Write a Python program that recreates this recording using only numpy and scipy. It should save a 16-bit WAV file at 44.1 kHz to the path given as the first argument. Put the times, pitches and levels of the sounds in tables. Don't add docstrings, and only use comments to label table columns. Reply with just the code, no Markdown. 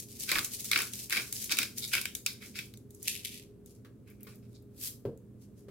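import sys
import numpy as np
from scipy import signal
from scipy.fft import rfft, irfft, next_fast_len
from scipy.io import wavfile

SR = 44100
rng = np.random.default_rng(int(sys.argv[2]) if len(sys.argv) > 2 else 0)


def transcribe(u):
    v = np.clip(np.atleast_2d(u).T, -1, 1)
    q = np.round(v * 32767).astype(np.int16)
    wavfile.write(sys.argv[1], SR, q)


N = 251370
T = np.arange(N) / SR

# pitch_hz, width_hz, level_db
HOUSING_MODES = [(336, 120, -18.5), (1120, 170, -13), (1363, 210, -5.5), (1562, 210, -1), (2245, 258, 5.5),
                 (2583, 300, 3.5), (3220, 580, -4), (3660, 530, -10.5)]
BURR_MODES = [(3690, 440, 7.5), (4040, 520, -7.5), (4320, 420, -4), (5630, 2200, 6.5), (5840, 500, 4.5)]
# frequency_hz, gain_db
SNAP_EQ = [(80, -27.5), (300, -14.5), (800, -23), (1500, -15), (4000, -26), (6500, 8.5), (9000, 4),
           (11500, 5), (14000, 2), (16000, 0)]
FRICTION_EQ = [(500, -16.5), (1200, -24), (2200, -7), (3600, -4), (5500, 0.5), (8000, -1), (12000, -0.5),
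               (14000, -3.5), (16000, -8.5)]
JAR_EQ = [(600, -64), (1300, -30), (1900, -5), (2500, 2.5), (3600, 1), (4300, -1.5), (7000, -4.5),
          (9500, -4.5), (12000, -2.5), (16000, -15)]


def cracks_and_clicks(burst_s=0.0027, rise_s=0.000091, housing_db=-7.5, burr_db=-7, snap_db=-5):
    # start_s, level_db, snap_offset_db, ring_brightness
    cracks = [(0.2911, -34, -4, -3), (0.3159, -28, -1, -25), (0.3549, -26.5, -54, 1),
              (0.3841, -28, -8, -7.5), (0.3906, -33, -1.5, 18), (0.7143, -25.5, -2.5, 2.5),
              (0.7318, -25, -16, 5), (0.7586, -21, -16.5, -5.5), (0.7749, -32, -1.5, 2.5),
              (0.7882, -31.5, -3, -13), (0.8026, -32, -8, -13), (0.8186, -42, 8.5, -2),
              (1.0971, -43.5, 4.5, 11.5), (1.1058, -39, 0, 9), (1.1246, -28, -6, -2.5),
              (1.169, -34, -2, -3), (1.1744, -27, -18, -10), (1.494, -39.5, -6, 7), (1.5697, -37, 0.5, 8.5),
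              (1.5865, -26, -0.5, -7), (1.6298, -34.5, 0, 5.5), (1.935, -27, -4.5, 5),
              (1.951, -28.5, -3.5, 3.5), (2.0546, -31, -6, 12), (2.4248, -48, -21, -4),
              (2.5887, -34, -10, 29)]
    # start_s, level_db, burr_offset_db
    clicks = [(0.446, -33.5, -14), (0.605, -41.5, -8.5), (0.6444, -39, -9), (0.9348, -39, -5),
              (1.3258, -33, -7.5), (1.5154, -36.5, 5.5), (1.5208, -31.5, 5), (1.7832, -43.5, -7),
              (2.0135, -35.5, -3), (2.1508, -35, -5), (2.2628, -32, 6), (2.7382, -55.5, 1),
              (2.773, -56.5, -8), (2.9063, -57, -11), (2.9476, -54, -26), (3.0279, -43, -30),
              (3.6602, -56.5, -14), (5.175, -65.5, -10.5)]
    blows = [(s, db, db + snap / 2 - 2, db + snap, bright / 2) for s, db, snap, bright in cracks]
    blows += [(s, db + 1.5 * burr - 6, db + burr, db, 3) for s, db, burr in clicks]
    t = np.arange(1024) / SR
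    fracture = (1 - np.exp(-t / rise_s)) ** 2 * np.exp(-t / burst_s)
    out = np.zeros((2, N + len(t)))
    for start_s, housing, burr, snap, tilt in blows:
        burst = fracture * rng.standard_normal((2, len(t)))
        sound = undb(housing + housing_db) * unit(ring(burst, struck(HOUSING_MODES), tilt))
        sound += undb(burr + burr_db) * unit(ring(burst, struck(BURR_MODES)))
        sound += undb(snap + snap_db) * unit(colour(burst, SNAP_EQ))
        start = int(start_s * SR)
        out[:, start:start + len(t)] += sound
    return out[:, :N]


def grinding(rings_db=-2.5, snap_db=-11, chips_db=-5, dust_db=-10, shift_db=1.5):
    # start_s, length_s, level_db, housing_tilt_db_per_octave, burr_offset_db
    twists = [(0.292, 0.081, -33, -1.5, -3), (0.721, .095, -34.5, -4.5, -1),
              (1.121, 0.073, -31.5, -2.5, -6), (1.51, .014, -35.5, -2.5, 3.5),
              (1.584, .05, -37.5, -1.5, 1.5), (1.932, .05, -32.5, -0.5, -6),
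              (2.417, 0.043, -51.5, -1.5, -6), (2.559, 0.043, -45, 1.5, -1),
              (4.077, 0.038, -62.5, -4, -12.5), (4.204, 0.082, -69.5, 0.5, -12),
              (4.274, 0.053, -61.5, 2, -3.5), (4.43, 0.029, -73.5, -1.5, -1.5)]
    crush = grains(per_s=2100, spread_db=2.5, life_s=0.00059, hiss=0.18)
    crush += undb(chips_db) * grains(per_s=140, spread_db=4.5, life_s=0.0015, hiss=0.01)
    starts, _, _, tilts, burr_offsets = np.transpose(twists)
    nearest = np.argmin(np.abs(T - starts[:, None]), axis=0)
    modes = [(hz, width, db + shift_db * wander(per_s=45)) for hz, width, db in HOUSING_MODES]
    rings = unit(ring(crush, modes, tilts[nearest]))
    rings += undb(burr_offsets[nearest]) * unit(ring(crush, BURR_MODES))
    crunch = undb(rings_db) * rings + undb(snap_db) * unit(colour(crush, SNAP_EQ))
    specks = grains(per_s=900, spread_db=7, life_s=0.0004, hiss=2.5)
    dust = undb(dust_db) * unit(colour(specks, FRICTION_EQ))
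    return (crunch * gestures(twists, attack_s=0.0075, release_s=0.018, sag_db_per_s=59)
            + dust * gestures(twists, attack_s=0.0075, release_s=0.055, sag_db_per_s=59))


def rub_and_rasp(rub_db=-2, patchy_db=4.5, grit_db=-11, housing_db=-18):
    # start_s, length_s, level_db
    rubs = [(0.0, 0.0039, -47.5), (0.105, 0.054, -50.5), (0.197, 0.26, -44.5), (0.522, 0.17, -44),
            (0.82, 0.072, -44), (0.94, 0.08, -43.5), (1.2, 0.085, -49.5), (1.335, .125, -42.5),
            (1.785, 0.15, -42), (2.157, .005, -53), (2.27, 0.063, -54), (2.43, 0.17, -57),
            (2.575, 0.085, -57), (2.91, 0.11, -69.5), (3.03, 0.04, -52), (3.665, 0.093, -67),
            (4.085, 0.027, -87.5), (4.29, 0.032, -60.5), (4.43, 0.16, -77.5), (5.415, 0.03, -69),
            (5.58, 0.033, -71)]
    # start_s, length_s, level_db
    rasps = [(1.825, 0.026, -41), (4.55, 0.0056, -61.5)]
    friction = grains(per_s=890, spread_db=13, life_s=0.00054, hiss=2)
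    rub = unit(colour(friction, FRICTION_EQ)) * undb(rub_db + patchy_db * wander(per_s=55))
    grit = grains(per_s=13, spread_db=3, life_s=0.0016, hiss=0.01)
    rub += undb(grit_db) * unit(colour(grit, SNAP_EQ))
    rasp = unit(ring(friction, BURR_MODES)) + undb(housing_db) * unit(ring(friction, HOUSING_MODES))
    return (rub * gestures(rubs, attack_s=0.015, release_s=0.027, sag_db_per_s=8)
            + rasp * gestures(rasps, attack_s=0.0077, release_s=0.014))


def jar_rattle(gain_db=-2):
    # start_s, length_s, level_db
    shakes = [(3.08, 0.008, -32.5), (3.13, 0.068, -44.5), (3.253, 0.025, -45), (3.32, 0.033, -43.5)]
    tumble = grains(per_s=500, spread_db=7, life_s=0.00091, hiss=0.33)
    envelope = gestures(shakes, attack_s=0.01, release_s=0.037, sag_db_per_s=75)
    return undb(gain_db) * unit(colour(tumble, JAR_EQ)) * envelope


def palm_slide(gain_db=-4):
    # start_s, length_s, level_db
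    slip = [(4.832, 0.042, -35.5)]
    # frequency_hz, gain_db
    palm_eq = [(600, -29), (1400, -16.5), (2500, -7), (4500, -1.5), (7000, -1.5), (10000, 0), (12500, 3),
               (16000, -6)]
    friction = grains(per_s=1700, spread_db=13, life_s=0.00095, hiss=1.5)
    envelope = gestures(slip, attack_s=0.022, release_s=0.02)
    return undb(gain_db) * unit(colour(friction, palm_eq)) * envelope


def jar_hits(decay_s=0.0054):
    # start_s, level_db
    hits = [(3.076, -29), (3.0932, -39), (3.128, -47), (3.1438, -48), (3.2485, -32)]
    envelope = sum(undb(db) * hit_envelope(start_s, decay_s) for start_s, db in hits)
    return envelope * unit(colour(rng.standard_normal((2, N)), JAR_EQ))


def nail_ticks(decay_s=0.0033, width_hz=2500):
    # start_s, pitch_hz, level_db
    ticks = [(2.9468, 10900, -66), (3.75, 8690, -59.5), (4.101, 13550, -54.5), (4.207, 11900, -57),
             (4.2312, 13200, -43.5), (4.357, 12460, -54), (4.623, 12640, -64)]
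    out = 0
    for start_s, hz, db in ticks:
        cap = unit(ring(rng.standard_normal((2, N)), [(hz, width_hz, 0)]))
        out += undb(db) * hit_envelope(start_s, decay_s) * cap
    return out


def knocks(scuff_s=0.018, landing_s=0.0025):
    # start_s, thud_db,
    # scuff_db
    blows = [(0.3564, -66.5, -30.5), (3.8478, -61.5, -57.5), (4.2687, -52.5, -52), (5.052, -28, -55.5),
             (5.684, -45.5, -59.5)]
    # pitch_hz, t60_s, level_db
    knock_modes = [(132, 0.17, -17), (237.5, 0.181, -19), (338, 0.045, -7), (398.6, 0.059, -9.5),
                   (450, 0.021, 13), (489, 0.19, -43), (850, 0.05, -21.5), (1006, 0.035, -14)]
    # frequency_hz, gain_db
    scuff_eq = [(50, -48), (250, -18.5), (700, -14), (1200, 12), (2600, 3), (4500, -2), (6500, -8.5),
                (16000, -7.5)]
    out = np.zeros((2, N))
    for start_s, thud_db, scuff_db in blows:
        t = np.maximum(T - start_s, 0)
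        thud = sum(undb(db - 60 * t / t60) * np.sin(2 * np.pi * hz * t) for hz, t60, db in knock_modes)
        out[0] += undb(thud_db) * thud * (1 - np.exp(-t / landing_s))
        scuff = unit(colour(rng.standard_normal((2, N)), scuff_eq))
        out += undb(scuff_db) * hit_envelope(start_s, scuff_s) * scuff
    return out


def room(x, t60_s=0.27, wet_db=-3, predelay_s=0.0019, sections=16):
    t = np.arange(int(0.36 * SR)) / SR
    decay = undb(-60 * t / t60_s) * np.clip(t / predelay_s - 1, 0, 1)
    decay /= np.sqrt(np.sum(decay ** 2))
    wet = np.zeros((2, N + len(t)))
    for span in np.array_split(np.arange(N), sections):
        tail = signal.fftconvolve(x[:, span], decay * rng.standard_normal((2, len(t))), axes=1)
        wet[:, span[0]:span[0] + tail.shape[1]] += tail
    return undb(wet_db) * colour(wet[:, :N], [(200, 13.5), (2000, -5.5), (6000, -2.5), (15000, -3)])


def appliance(rush_db=-55, waver_db=3.74, drift_rad=0.43):
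    # frequency_hz, gain_db
    rush_eq = [(20, -43.5), (45, -14.5), (110, -5), (160, -11.5), (236, -6), (317, -14), (427, -15.5),
               (480, -21.5), (575, -26), (780, -38.5), (1300, -41), (2000, -47), (5500, -54.5), (8500, -51),
               (15500, -52.5)]
    # pitch_hz, level_db
    hum = [(87, -79.5), (118.4, -59.5), (204.6, -63.5), (409.1, -66)]
    out = undb(rush_db) * unit(colour(rng.standard_normal((2, N)), rush_eq))
    for hz, db in hum:
        peak = np.sqrt(2) * undb(db + waver_db * wander(per_s=5.1))
        out[0] += peak * np.sin(2 * np.pi * hz * T + drift_rad * wander(per_s=3.5))
    return out


def grains(per_s, spread_db, life_s, hiss):
    sizes = undb(spread_db * np.minimum(rng.exponential(size=N), 3))
    power = (rng.random(N) < per_s / SR) * sizes ** 2
    power = signal.lfilter([1], [1, -np.exp(-2 / (life_s * SR))], power)
    return unit(np.sqrt(power / power.mean() + hiss) * rng.standard_normal((2, N)))


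def ring(x, modes, tilt_db_per_octave=0):
    out = 0
    for k, (hz, width, db) in enumerate(modes):
        b, a = signal.iirpeak(hz, hz / width, fs=SR)
        octaves = np.clip(np.log2(hz / 2000), -1, 1)
        out += (-1) ** k * undb(db + tilt_db_per_octave * octaves) * signal.lfilter(b, a, x)
    return out


def struck(modes, detune=0.0067, scatter_db=3.5):
    return [(hz * (1 + detune * rng.normal()), width, db + scatter_db * rng.normal())
            for hz, width, db in modes]


def gestures(moves, attack_s, release_s, sag_db_per_s=0):
    power = 0
    for start, length, db, *_ in moves:
        held = undb(db - sag_db_per_s * np.clip(T - start, 0, length))
        fades = np.maximum(start - T, 0) / attack_s + np.maximum(T - start - length, 0) / release_s
        power += (held * np.exp(-np.minimum(fades, 20))) ** 2
    return np.sqrt(power)


def hit_envelope(start_s, decay_s):
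    return (T > start_s) * np.exp(-np.maximum(T - start_s, 0) / decay_s)


def wander(per_s):
    knots = rng.standard_normal(1024)
    return np.interp(T * per_s, np.arange(len(knots)), knots)


def colour(x, eq):
    hz, db = np.transpose(eq)
    n = next_fast_len(x.shape[-1] + 1024)
    bins_hz = np.arange(n // 2 + 1) * SR / n
    gain = undb(np.interp(np.log(bins_hz + 1), np.log(hz), db))
    return irfft(rfft(x, n) * gain, n)[..., :x.shape[-1]]


def undb(db):
    return 10 ** (np.asarray(db) / 20)


def unit(x):
    return x / np.sqrt(np.mean(x ** 2, axis=-1, keepdims=True) + 1e-20)


def scene(echo_layers=3):
    # frequency_hz, side_gain_db
    width = [(60, -14), (250, -11), (500, -6.5), (800, -4.5), (1400, -5), (2400, -5), (3400, -2.5),
             (5000, 0), (15000, -.8)]
    # frequency_hz, left_minus_right_db
    balance = [(110, -1.5), (200, -3.5), (380, 2), (2400, 0), (5000, 0.6), (15000, 2.5)]
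    mill = grinding() + rub_and_rasp() + jar_rattle() + palm_slide() + jar_hits() + nail_ticks()
    mill += knocks()
    echoes = sum(room(cracks_and_clicks() + mill) for _ in range(echo_layers)) / np.sqrt(echo_layers)
    mid, side = cracks_and_clicks() + mill + echoes + appliance()
    side = colour(side, width)
    left = colour(mid + side, [(hz, db / 2) for hz, db in balance])
    right = colour(mid - side, [(hz, -db / 2) for hz, db in balance])
    return np.array([left, right])


def record(dry):
    cutoff_hz = 15950
    return signal.sosfilt(signal.ellip(10, 0.2, 70, cutoff_hz, fs=SR, output="sos"), dry)


dry = scene()
out = record(dry)
transcribe(out)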